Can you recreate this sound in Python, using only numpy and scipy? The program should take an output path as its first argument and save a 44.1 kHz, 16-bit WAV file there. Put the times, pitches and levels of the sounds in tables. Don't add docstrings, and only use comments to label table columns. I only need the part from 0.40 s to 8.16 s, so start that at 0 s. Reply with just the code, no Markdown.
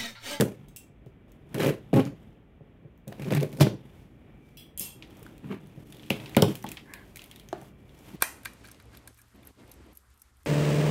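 import sys
import numpy as np
from scipy import signal
from scipy.fft import rfft, irfft
from scipy.io import wavfile
from scipy.ndimage import uniform_filter1d

SR = 44100
rng = np.random.default_rng(int(sys.argv[2]) if len(sys.argv) > 2 else 0)


def dump_mix(stems):
    frames = np.atleast_2d(stems).T
    limited = np.clip(frames, -1, 1)
    pcm = np.round(limited * 32767).astype(np.int16)
    wavfile.write(sys.argv[1], SR, pcm)


def natural_amplitude(level_db):
    exponent = np.asarray(level_db, float) / 20
    return 10 ** exponent


N = 342216


def unit_rms(x):
    return x / np.sqrt(np.mean(x ** 2) + 1e-20)


def read(points, hz):
    f, value = np.transpose(points)
    return np.interp(np.log(hz + 1), np.log(f + 1), value)


def add(mix, s, sound):
    part = mix[round(s * SR):][:len(sound)]
    part += sound[:len(part)]


def filtered(x, points):
    return irfft(rfft(x) * natural_amplitude(read(points, np.fft.rfftfreq(len(x), 1 / SR))), len(x))


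def coloured(x, points):
    return unit_rms(filtered(x, points))


def ring(modes, seconds, shift=1):
    t = np.arange(round(seconds * SR)) / SR
    return sum(natural_amplitude(db - 60 * t / t60) * np.sin(2 * np.pi * hz * shift * t) for hz, db, t60 in modes)


def levels(tables):
    out = np.zeros((len(tables[0][0]) - 1, N))
    for rows in tables:
        s, *columns = np.transpose(rows)
        t = np.arange(s[0], s[-1], 1 / SR)
        since_start = t - s[0] + (s[0] == 0)
        edge = np.clip(np.minimum(since_start, s[-1] - t) / 0.0016, 0, 1)
        for line, db in zip(out, columns):
            add(line, s[0], edge * natural_amplitude(np.interp(t, s, db)))
    return out


# (f/Hz, level/dB per Hz)
RUMBLE = [(28, -44), (40, -5), (176, -6), (239, -8), (399, -13.5), (454, -15.5), (778, -23), (930, -28),
          (1300, -29.5), (1680, -31.5), (1810, -29), (2400, -32), (3350, -35.5), (4440, -54.5),
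          (8500, -58.5), (13500, -54.5), (16000, -57.5)]
# (t/s, level/dB)
WHINE = [(0, -77), (1.8, -85), (3.6, -81), (3.95, -74), (4.15, -71.5), (4.4, -82), (7.76, -76)]


def house():
    swell = uniform_filter1d(rng.standard_normal(N), size=5000)
    swell_db = 1.2 * unit_rms(uniform_filter1d(swell, size=5000))
    rumble = natural_amplitude(-55.5 + swell_db) * coloured(rng.standard_normal(N), RUMBLE)
    hum_hz, hum_width_hz, hum_db = 49.5, 10, -64.5
    hum = signal.oaconvolve(rng.standard_normal(N), ring([(hum_hz, 0, 2.6 / hum_width_hz)], .3))[:N]
    hum = natural_amplitude(hum_db) * unit_rms(np.diff(hum, prepend=0))
    whine_hz, whine_width_hz = 2330, 55
    whine = signal.oaconvolve(rng.standard_normal(N), ring([(whine_hz, 0, 2.4 / whine_width_hz)], .1))[:N]
    return levels([WHINE])[0] * unit_rms(whine) + rumble + hum


# (f/Hz, t60/s)
ROOM = [(125, 0.31), (500, 0.28), (2000, 0.27), (6000, 0.27), (14000, 0.19)]


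def room(x):
    hz, t, z = signal.stft(rng.standard_normal((3, SR // 2)), SR, nperseg=256)
    tails = signal.istft(z * natural_amplitude(-60 * t / read(ROOM, hz)[:, None]), SR, nperseg=256)[1]
    tails = tails * np.clip(np.arange(tails.shape[1]) / (0.0013 * SR), 0, 1)
    turn = 2 * np.pi * (np.arange(N) / (.13 * SR) + np.arange(3)[:, None] / 3)
    shares = np.sqrt(2 / 3) * np.cos(turn) * x
    return signal.fftconvolve(shares, tails / np.linalg.norm(tails[0]), axes=1)[:, :N].sum(0)


# (t/s, peak level/dB, centre f/Hz)
TICKS = [(1.0927, -55, 8600), (1.653, -33, 6400), (1.83, -59, 9630), (1.9294, -66.5, 5900),
         (2.577, -54, 13200), (2.8494, -43, 5400), (2.8873, -42, 5360), (3.009, -31, 9150),
         (3.119, -45.5, 5880), (4.7036, -47, 12500), (4.795, -43, 11600), (5.2135, -56, 12000),
         (5.2629, -53.5, 5370), (5.2713, -46, 11100), (5.3294, -67, 5510), (5.472, -52, 12200),
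         (5.625, -50, 11000), (5.642, -56, 8000), (5.672, -53, 10500), (5.683, -47, 4600),
         (5.8306, -51, 5600), (6.124, -44, 9720), (6.86, -39, 12600), (7.2315, -49, 12400),
         (7.275, -53, 11700)]


def ticks():
    out, t = np.zeros(N), np.arange(300) / SR
    for (s, db, hz), noise in zip(TICKS, rng.standard_normal((len(TICKS), len(t)))):
        burst = np.convolve(noise, ring([(hz, 0, .0006)], .001))[:len(t)]
        add(out, s, natural_amplitude(db - 60 * t / 0.0031) * unit_rms(burst))
    return out


# (t/s, peak level/dB, long blade level/dB, short blade level/dB, tick level/dB)
CLINKS = [
    (0.284, -46.5, -72, -70, -7.5),
    (.362, -33.5, -54, -68, 5),
    (0.3692, -39.5, -58, -63, 7),
    (0.383, -45.5, -68, -66.5, -2),
    (4.171, -41.5, -68, -54.5, -7),
    (4.195, -49.5, -70, -52.5, 3),
    (4.376, -33.5, -59, -53, 9),
    (4.396, -33, -51, -59, 18),
    (4.4085, -27.5, -54, -60, 4.5),
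    (4.452, -34.5, -54, -55, -8),
]
# (f/Hz, level/dB)
HELD_STEEL = [(6500, -2), (3870, -5), (7820, 2), (8500, 0.5), (8800, 5), (9340, 1), (9860, -1), (10500, 1),
              (11300, 0), (12100, 1), (12900, 0), (13400, -1), (14900, -1.5), (15700, 2.5)]
TIPPED_STEEL = [(2815, -6), (4170, 0), (4880, -0.5), (5140, -2), (5800, -6), (7970, -5), (8520, 5),
                (9900, 2), (10600, -5), (11400, 3), (12600, -4), (13200, 4), (13900, 5), (15400, 0)]
LAID_STEEL = [(5300, -7), (6730, -8), (7520, 2), (7900, -3), (8870, 5), (11100, -2), (10450, 1),
              (11600, -3), (11990, -2), (12820, 11), (13400, 2), (14200, 0), (14760, -5.5), (15500, -5)]
BLADES_HZ = (2740, 3344)
# (f/Hz, level/dB per Hz)
SPRAY = [(2000, -23), (3000, 8.5), (4500, -5), (6200, -12), (8000, -7.5), (15500, 8)]
SPRAY_DB = (-9.5, -5, -10.5)


def clinks():
    out, t = np.zeros(N), np.arange(round(.3 * SR)) / SR
    high = signal.butter(5, 7500, "high", fs=SR)
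    haze = signal.butter(3, 2400, "high", fs=SR)
    steel_cycles, blade_cycles = 95, 140
    mix_spread_db = 4
    tipped_from_s, laid_from_s = 4, 4.3
    mixes = rng.standard_normal((len(CLINKS), len(LAID_STEEL)))
    for (s, db, long_db, short_db, tick_db), mix in zip(CLINKS, mixes):
        stage = np.searchsorted([tipped_from_s, laid_from_s], s)
        modes = (HELD_STEEL, TIPPED_STEEL, LAID_STEEL)[stage]
        cycles = steel_cycles * (0.72, 0.72, 1)[stage]
        steel = ring([(hz, db - 35.5 + d + mix_spread_db * m, cycles / hz)
                      for (hz, d), m in zip(modes, mix)], .1)
        blades = ring([(hz, d - 16, blade_cycles / hz)
                       for hz, d in zip(BLADES_HZ, (long_db, short_db))], .1)
        chatter_t60_s = (0.041, 0.23, 0.26)[stage]
        chatter = rng.standard_normal(len(t))
        chatter = chatter * (natural_amplitude(-60 * t / 0.0084) + natural_amplitude(-3.0 - 60 * t / chatter_t60_s))
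        blurred = signal.fftconvolve(steel + blades, chatter)[:len(t)]
        hiss = natural_amplitude(db + SPRAY_DB[stage]) * np.std(chatter) * coloured(chatter, SPRAY)
        rung = signal.lfilter(*haze, blurred + hiss)
        tick = signal.lfilter(*high, rng.standard_normal(len(t)))
        tick = tick * (natural_amplitude(-60 * t / 0.011) + natural_amplitude(8.0 - 60 * t / 0.0014)) * (1 - np.exp(-t / 0.00008))
        add(out, s, rung + natural_amplitude(db + tick_db - 3) * tick)
    return out


# (t/s, level/dB)
CREASE = [(6.455, -65), (6.48, -57), (6.53, -50), (6.62, -55.5), (6.668, -69), (6.69, -76)]
# (f/Hz, width f/Hz, level/dB)
CREASE_BANDS = [(1100, 280, -4), (1690, 240, 0), (2010, 240, -4)]


def crease():
    shape = ring([(hz, db, 2.2 / width) for hz, width, db in CREASE_BANDS], .03)
    bands = signal.oaconvolve(rng.standard_normal(N), np.convolve(shape, shape))
    return levels([CREASE])[0] * unit_rms(bands[:N])


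# (t/s, peak level/dB, ring f/Hz, treble level/dB)
SNAGS = [(0.0094, -14, 1674, -20), (0.919, -56, 2910, -56.5), (1.144, -26, 1780, -36),
         (1.183, -26.5, 3240, -43), (1.2038, -24, 3950, -42.5), (1.211, -22, 3230, -45),
         (1.219, -24, 2030, -50), (1.247, -34, 2280, -36), (1.292, -29, 2740, -47),
         (1.305, -32.5, 1500, -50), (1.2686, -27, 2380, -30), (1.531, -42, 2600, -57),
         (1.5605, -22, 1110, -41.5), (1.602, -23, 3020, -56.5), (2.6786, -41, 3790, -42),
         (2.725, -32, 1740, -48.5), (2.821, -32.5, 2708, -50), (2.845, -30.5, 2400, -52),
         (2.906, -22.5, 1960, -49.5), (2.923, -24, 2380, -38), (2.935, -21, 1910, -46),
         (3.001, -27.5, 2500, -47), (2.9495, -23, 2100, -31.5), (2.9699, -22.5, 2400, -41),
         (3.029, -25.5, 2300, -35), (3.1282, -36, 2200, -49), (3.172, -38.5, 2040, -47),
         (3.2102, -14, 5430, -26.5), (3.2225, -13, 3400, -37), (3.27, -24, 2330, -47.5), ]
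PEELS = [(4.624, -30, 2800, -79), (4.77, -64, 2200, -54), (4.8288, -42, 1360, -46.5),
         (4.8642, -41, 1430, -54), (4.98, -45, 2500, -53.5), (5.504, -66, 2200, -56),
         (5.524, -34.5, 3520, -45.5), (5.5463, -41, 3280, -57), (5.568, -43, 3560, -52),
         (5.5956, -37.5, 3440, -67.5), (5.632, -35.5, 3060, -73), (5.664, -42, 3360, -58),
         (5.7036, -16, 2740, -27.5), (5.8, -32, 2600, -65), (5.859, -26, 2630, -67),
         (5.8944, -36, 3870, -47), (5.948, -23.5, 2340, -67), (5.9665, -7.5, 2310, -21),
         (6.0219, -17, 5350, -20), (6.0238, -16.5, 3200, -30.5), (5.701, -30.5, 2170, -37),
         (5.6375, -41, 3000, -70), ]
FOLDS = [(6.1537, -28.5, 3120, -33), (6.226, -38, 5940, -45), (6.2409, -30, 1950, -43),
         (6.265, -25, 3330, -50), (6.289, -31, 2550, -37), (6.317, -26, 2490, -33.5),
         (6.3712, -27, 2500, -72), (6.537, -25, 2450, -36), (6.7588, -32, 2340, -38.5),
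         (6.7704, -32, 2150, -39), (6.7925, -30, 2620, -60), (6.8184, -31.5, 2570, -46),
         (6.841, -37, 3100, -46), (6.9129, -32, 3250, -45), (6.96, -36, 3700, -45),
         (6.997, -34.5, 3230, -45), (7.0876, -40.5, 3270, -52), (7.128, -30, 1630, -58),
         (7.2146, -46, 2780, -52), (7.493, -46.5, 3570, -73), (7.5904, -56, 1650, -54)]


def snaps():
    near, far, t = np.zeros(N), np.zeros(N), np.arange(900) / SR
    high = signal.butter(2, [5200, 16500], "band", fs=SR)
    band = signal.butter(2, [1700, 4300], "band", fs=SR)
    rise = 1 - np.exp(-t / 0.00097)
    fade = natural_amplitude(-60 * t / 0.011) + natural_amplitude(-9.0 - 60 * t / 0.016)
    click, rows = signal.unit_impulse(len(t)), SNAGS + PEELS + FOLDS
    band_click, high_click = signal.lfilter(*band, click), signal.lfilter(*high, click)
    for (s, db, hz, treble_db), noise in zip(rows, rng.standard_normal((len(rows), 2, len(t)))):
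        body = natural_amplitude(db - 9.5) * unit_rms(signal.lfilter(*band, noise[0]))
        treble = natural_amplitude(treble_db + 6.0) * unit_rms(signal.lfilter(*high, noise[1]))
        crack = treble * (.5 * rise * fade + natural_amplitude(0.5 - 60 * t / 0.0022))
        patch = ring([(hz, db + 1.5, .008)], len(t) / SR)
        add(near, s, rise * (patch + body * fade) + crack)
        far_patch = ring([(hz, db - 4, .003)], len(t) / SR)
        add(far, s, far_patch + natural_amplitude(db + 15.5) * band_click + natural_amplitude(treble_db + 19.5) * high_click)
    add(near, .0046, natural_amplitude(-12.5) * near)
    return near, far


# (f/Hz, level/dB, t60/s)
BOX = [(118, -8, 0.36), (144.9, 1.5, 0.13), (195, -1.5, 0.056), (258, -6.5, 0.034), (323.7, -4, 0.116),
       (400.6, -3.5, 0.11), (426.9, -6, 0.22), (534, 5.5, 0.038), (645, 2.5, 0.032), (883, -10.5, 0.026),
       (1130, -17, 0.027)]
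# (t/s, boom level/dB, low patch f/Hz, high patch f/Hz, high patch level/dB)
KNOCKS = [(0.022, -9, 203, 484, -43.5), (0.496, -42.5, 152, 580, -76.5), (0.662, -32.5, 118, 463, -47),
          (1.536, -28, 139, 450, -27.5), (2.206, -35, 121, 547, -54), (2.447, -34.5, 115, 537, -66.5),
          (2.671, -35, 133, 620, -55.5), (3.207, -5, 147, 577, -18), (4.404, -32, 195, 580, -63.5),
          (4.817, -37, 136, 447, -47), (5.042, -41, 182, 500, -51), (5.373, -32, 148, 590, -69),
          (5.7035, -13, 204, 522, -23.5), (5.9663, -2, 209, 540, -11.5), (6.022, -1.5, 163.6, 464, -10.5),
          (6.241, -24, 197, 778, -32.5), (7.1264, -21, 361, 618, -23.5), (7.22, -40, 153, 660, -45)]
# (t/s, level/dB, centre f/Hz, t60/s)
SLAPS = [(3.209, -21, 550, 0.088), (3.2675, -26, 770, 0.054), (2.906, -27.5, 600, .04),
         (4.41, -50.5, 910, 0.64), (5.11, -35.5, 320, 0.14), (5.968, -20.5, 1380, 0.096),
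         (6.024, -14, 900, 0.069), (6.243, -29.5, 780, 0.073), (7.9, -30, 1360, 0.037),
         (0.00401, -16.5, 370, .12), (3.207, -21, 3400, .09), (3.21, -20.5, 5500, 0.083),
         (5.706, -31, 3200, 0.2), (6.374, -39, 2800, 0.12), (7.129, -39, 2400, 0.021),
         (7.14, -47.5, 1500, 0.4), (1.2, -31.5, 2000, 0.32), (4.624, -44, 3700, 0.049),
         (2.72, -35, 680, 0.074)]


def knocks():
    out, t = np.zeros(N), np.arange(round(.25 * SR)) / SR
    shifts = rng.uniform(0.93, 1.05, len(KNOCKS))
    for (s, db, low_hz, high_hz, high_db), shift in zip(KNOCKS, shifts):
        boom = np.convolve(ring(BOX, .25, shift), np.hanning(90))[:len(t)]
        small_db = -14 * max(np.log2(low_hz / 210), 0)
        low = natural_amplitude(db + small_db) * boom / abs(boom).max() + ring([(low_hz, db - 0.5, .05)], .25)
        low = low * (1 - np.exp(-t / 0.0022))
        turns = high_hz * (t + 0.34 * 0.0024 * (1 - np.exp(-t / 0.0015)))
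        high = np.sin(2 * np.pi * turns) + 0.21 * np.sin(3.6 * np.pi * turns)
        high = natural_amplitude(high_db + 8.0 - 60 * t / 0.022) * high * (1 - np.exp(-t / 0.0013))
        add(out, s + .0015, low + high)
    for (s, db, hz, t60), noise in zip(SLAPS, rng.standard_normal((len(SLAPS), len(t)))):
        slap = unit_rms(np.convolve(noise, ring([(hz, 0, 5.6 / hz)], .02))[:len(t)])
        add(out, s, natural_amplitude(db - 6 - 60 * t / t60) * slap)
    return out


def layers(moves, tones):
    pivot_db = -47
    boom_follows, fizz_follows = 0.98, 1
    return [[(s, pivot_db + boom_db + boom_follows * (press - pivot_db), press,
              speed, pivot_db + fizz_db + fizz_follows * (speed - pivot_db))
             for s, press, speed in rows] for rows, (boom_db, fizz_db) in zip(moves, tones)]


# (f/Hz, level/dB per Hz)
FIZZ = [(2350, -20.5), (4000, -6.5), (7840, -8.5), (9180, -9), (13000, -7), (15300, -13.5), (16200, -14)]


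def rub(tables, scrape, bumps_per_s, bump_s, gated):
    boom_gain, knock_gain, scrape_gain, fizz_gain = levels(tables)
    sizes = natural_amplitude(-1.0 * np.minimum(rng.exponential(1, N), 4))
    bumps = sizes * (rng.random(N) < bumps_per_s / SR)
    push = np.convolve(bumps, np.hanning(max(round(bump_s * SR), 3)), "same")
    push = push - uniform_filter1d(push, size=200)
    boom, panel = (unit_rms(irfft(rfft(push) * rfft(ring(modes, 0.26), N), N))
                   for modes in np.split(BOX, [4]))
    knock = unit_rms(panel + unit_rms(push))
    puffs = signal.oaconvolve(bumps, np.exp(-np.arange(600) / (0.0034 * SR)))[:N]
    grit = (1 + gated * unit_rms(puffs)) * rng.standard_normal((2, N))
    drum = boom_gain * boom + knock_gain * knock
    return drum + scrape_gain * coloured(grit[0], scrape) + fizz_gain * coloured(grit[1], FIZZ)


# (t/s, pressure level/dB, speed level/dB)
HANDS = [
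    [(.88, -76, -69), (1.04, -61, -76), (1.14, -52, -57.5)],
    [(3.45, -71, -75), (3.6, -61.5, -66.5), (3.77, -84, -78.5), (3.97, -58, -80), (4.07, -58.5, -69.5),
     (4.17, -84, -71.5)],
    [(4.55, -55, -68), (4.75, -54.5, -59), (4.89, -52.5, -58), (5.0, -57.5, -65), (5.13, -45, -55),
     (5.22, -66, -73), (5.35, -57, -68)],
    [(5.35, -54, -68), (5.37, -56, -66), (5.43, -52, -61), (5.45, -55, -72)],
    [(5.45, -52, -66), (5.57, -50, -60), (5.703, -47.5, -59.5)],
    [(5.75, -45.5, -49), (5.96, -47.5, -51.5)],
    [(6.08, -23, -42.5), (6.158, -50, -54), (6.228, -56, -61.5), (6.3, -45.5, -56), (6.356, -59, -60),
     (6.43, -54.5, -65.5), (6.61, -55.5, -63.5), (6.92, -76, -61), (7.02, -56, -66)],
    [(7.03, -62, -66), (7.146, -53, -63.5), (7.26, -56, -59), (7.34, -61.5, -76), (7.55, -59.5, -64),
     (7.69, -57.5, -54.5), (7.76, -44, -56.5)],
]
# (boom over knock level/dB, fizz over rustle level/dB)
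HAND_TONES = [(3, -10), (2, -5), (-3.5, -10), (-3.4, -7.5), (-5.5, -4), (-1, -8.5), (-7, -4.5),
              (-0.5, -5.5)]
# (t after the stroke/s, pressure level/dB, speed level/dB)
SETTLE = [(0.001, -58.5, -64.5), (.12, -58, -66.5), (.24, -75.5, -79)]
SETTLE_TONE = (6.7, -12.5)
# (f/Hz, level/dB per Hz)
RUSTLE = [(530, 4), (900, 2.5), (1170, -2), (1790, -4.5), (2370, -3), (3530, -4.5), (3960, -16),
          (4500, -33), (5850, -28), (9900, -120)]


def hands_on_box():
    settling = [[(rows[-1][0] + s, press, speed) for s, press, speed in SETTLE] for rows in STROKES]
    moves = layers(HANDS + settling, HAND_TONES + [SETTLE_TONE] * len(STROKES))
    return rub(moves, RUSTLE, bumps_per_s=300, bump_s=0.0035, gated=0.45)


# (t/s, peak level/dB)
FLUTES = [(0.023, -12), (1.2079, -17.5), (1.237, -22), (1.2447, -19.5), (1.2519, -19), (1.2622, -16.5),
          (1.2694, -16.5), (1.28, -17.5), (1.2928, -20), (1.306, -20.5), (1.3082, -24), (2.916, -23.5),
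          (2.9255, -20.5), (3.0299, -21.5), (3.0347, -23.5), (3.2709, -18)]
# (t/s, peak level/dB, ring f/Hz)
POPS = [(.0003, -16.5, 151), (.001, -25, 2100), (.363, -51, 1910), (1.158, -35, 1916), (1.241, -30, 1700),
        (1.262, -31, 2500), (1.278, -32, 2900), (1.531, -21, 650), (1.531, -34, 2800), (5.118, -34, 380),
        (5.131, -34, 370), (6.3708, -31, 3250), (6.1535, -40, 2500), (6.537, -37, 6200),
        (3.2675, -27.5, 1504), (4.377, -36, 9440), (4.623, -46, 2300), (4.865, -38.5, 1510),
        (5.9719, -15, 3080), (6.794, -34, 3300), (.0095, -18, 3500), (.021, -27, 1500), (1.606, -31, 3050),
        (3.009, -34, 2600), (3.2, -31, 1500), (3.2007, -27, 5000), (5.045, -47, 1000), (5.095, -47, 1150),
        (5.113, -38, 1190), (5.123, -37, 3030), (5.128, -38, 900), (5.15, -45, 1100), (5.7044, -10.5, 2740),
        (6.0225, -10.5, 5280), (6.0235, -12.5, 3320), (7.088, -36.5, 6330), (7.1287, -36, 6500),
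        (7.131, -41, 8200)]


def pops():
    out, t = np.zeros(N), np.arange(-200, 200) / SR
    flute_hz, flute_s, push_phase = 404, .0011, .75
    push = np.exp(-.5 * (t / flute_s) ** 2) * np.cos(2 * np.pi * flute_hz * t - push_phase)
    for s, db in FLUTES:
        add(out, s + t[0], natural_amplitude(db + 2.0) * push)
    for s, db, hz in POPS:
        t60 = 16 / hz
        add(out, s, ring([(hz, db + 2.0, t60)], t60))
    return out


# (start t/s, end t/s, slips per s f/Hz, level/dB, fall per overtone level/dB)
JUDDERS = [
    (1.548, 1.62, 268, -19.5, -6),
    (1.61, 1.72, 280, -35.5, -17),
    (2.95, 3.03, 140, -21.5, -17.5),
    (1.2, 1.225, 420, -27.5, -20),
]


def judders():
    out = np.zeros(N)
    for start, end, hz, db, fall_db in JUDDERS:
        t = np.arange(0, end - start, 1 / SR)
        waver = unit_rms(uniform_filter1d(rng.standard_normal(len(t)), size=500))
        turns = np.cumsum(hz * (1 + 0.035 * waver)) / SR
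        hum = sum(natural_amplitude(fall_db * k) * np.cos(2 * np.pi * (k + 1) * turns) for k in range(5))
        add(out, start, natural_amplitude(db) * np.sin(np.pi * t / (end - start)) ** 0.78 * hum)
    return out


# (t/s, pressure level/dB, speed level/dB)
STROKES = [
    [(0.0, -15, -25.5), (.01, -20.5, -39), (.022, -19, -33), (.036, -24.5, -42.5), (.106, -45, -62.5),
     (.16, -66, -64.5)],
    [(1.14, -44, -64), (1.148, -33, -42), (1.174, -31, -48), (1.204, -30.5, -36), (1.268, -27.5, -33.5),
     (1.308, -28.5, -39), (1.318, -31.5, -45.5), (1.39, -55, -64)],
    [(1.5305, -22, -51), (1.541, -21, -39), (1.599, -21.5, -37.5), (1.614, -26.5, -44.5), (1.655, -39, -53),
     (1.697, -54, -59), (1.75, -47.5, -73)],
    [(2.67, -58, -68), (2.674, -43.5, -65), (2.746, -53.5, -63), (2.815, -41.5, -55), (2.825, -30, -41.5),
     (2.84, -41, -52), (2.85, -33.5, -48.5), (2.88, -32.5, -49), (2.903, -33.5, -50)],
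    [(2.902, -35, -53), (2.908, -31, -38.5), (2.931, -24.5, -40), (2.97, -26.5, -34.5), (2.988, -37.5, -48),
     (3.005, -32.5, -40), (3.02, -33, -49), (3.032, -23.5, -44), (3.084, -52, -62)],
    [(3.09, -49, -66), (3.196, -39, -57.5), (3.208, -19.5, -31.5), (3.224, -17, -29), (3.248, -34, -58.5),
     (3.266, -32, -52.5), (3.36, -48, -77)],
    [(5.03, -57, -64), (5.044, -45, -55), (5.088, -50.5, -66), (5.126, -41.5, -45), (5.2, -64, -66)],
]
# (boom over knock level/dB, fizz over scrape level/dB)
STROKE_TONES = [(0, -4), (1, -8), (4.5, -9), (2.5, -6), (0.5, -9), (5, 0.5), (11.5, -18)]
# (f/Hz, level/dB per Hz)
SCRAPE = [(590, -7), (1000, -5), (1360, -6.5), (1620, -4.5), (2060, -7.5), (2340, -3.5), (4500, -22),
          (5850, -38.5), (9900, -120)]


def blade_strokes():
    return rub(layers(STROKES, STROKE_TONES), SCRAPE, bumps_per_s=220, bump_s=0.0015, gated=1.1)


# (f/Hz, level/dB)
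MIC = [(20, -0.1), (15700, -2), (15950, -17.5), (17000, -34.5)]


def scene():
    blade, slips, hands = blade_strokes(), judders(), hands_on_box()
    crackle, far_crackle = snaps()
    faint, blows, steel = ticks(), knocks() + pops(), clinks()
    to_room = natural_amplitude(-12.5) * (blade + slips) + natural_amplitude(-4.5) * (far_crackle + faint)
    to_room = to_room + natural_amplitude(-9.5) * blows + natural_amplitude(-1.0) * steel
    near = blade + hands + crackle + faint + blows + steel + slips + crease() + room(to_room)
    low_cut = signal.butter(4, 117.2, "high", fs=SR, output="sos")
    near = signal.sosfilt(low_cut, near)
    return filtered(near + house(), MIC)[None]


def low_pass(x):
    return signal.sosfilt(signal.butter(12, 16510, fs=SR, output="sos"), x)


def record(dry):
    limited = 0.63 * np.tanh(dry / 0.54)
    return low_pass(limited)


dry = scene()
out = record(dry)
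dump_mix(out)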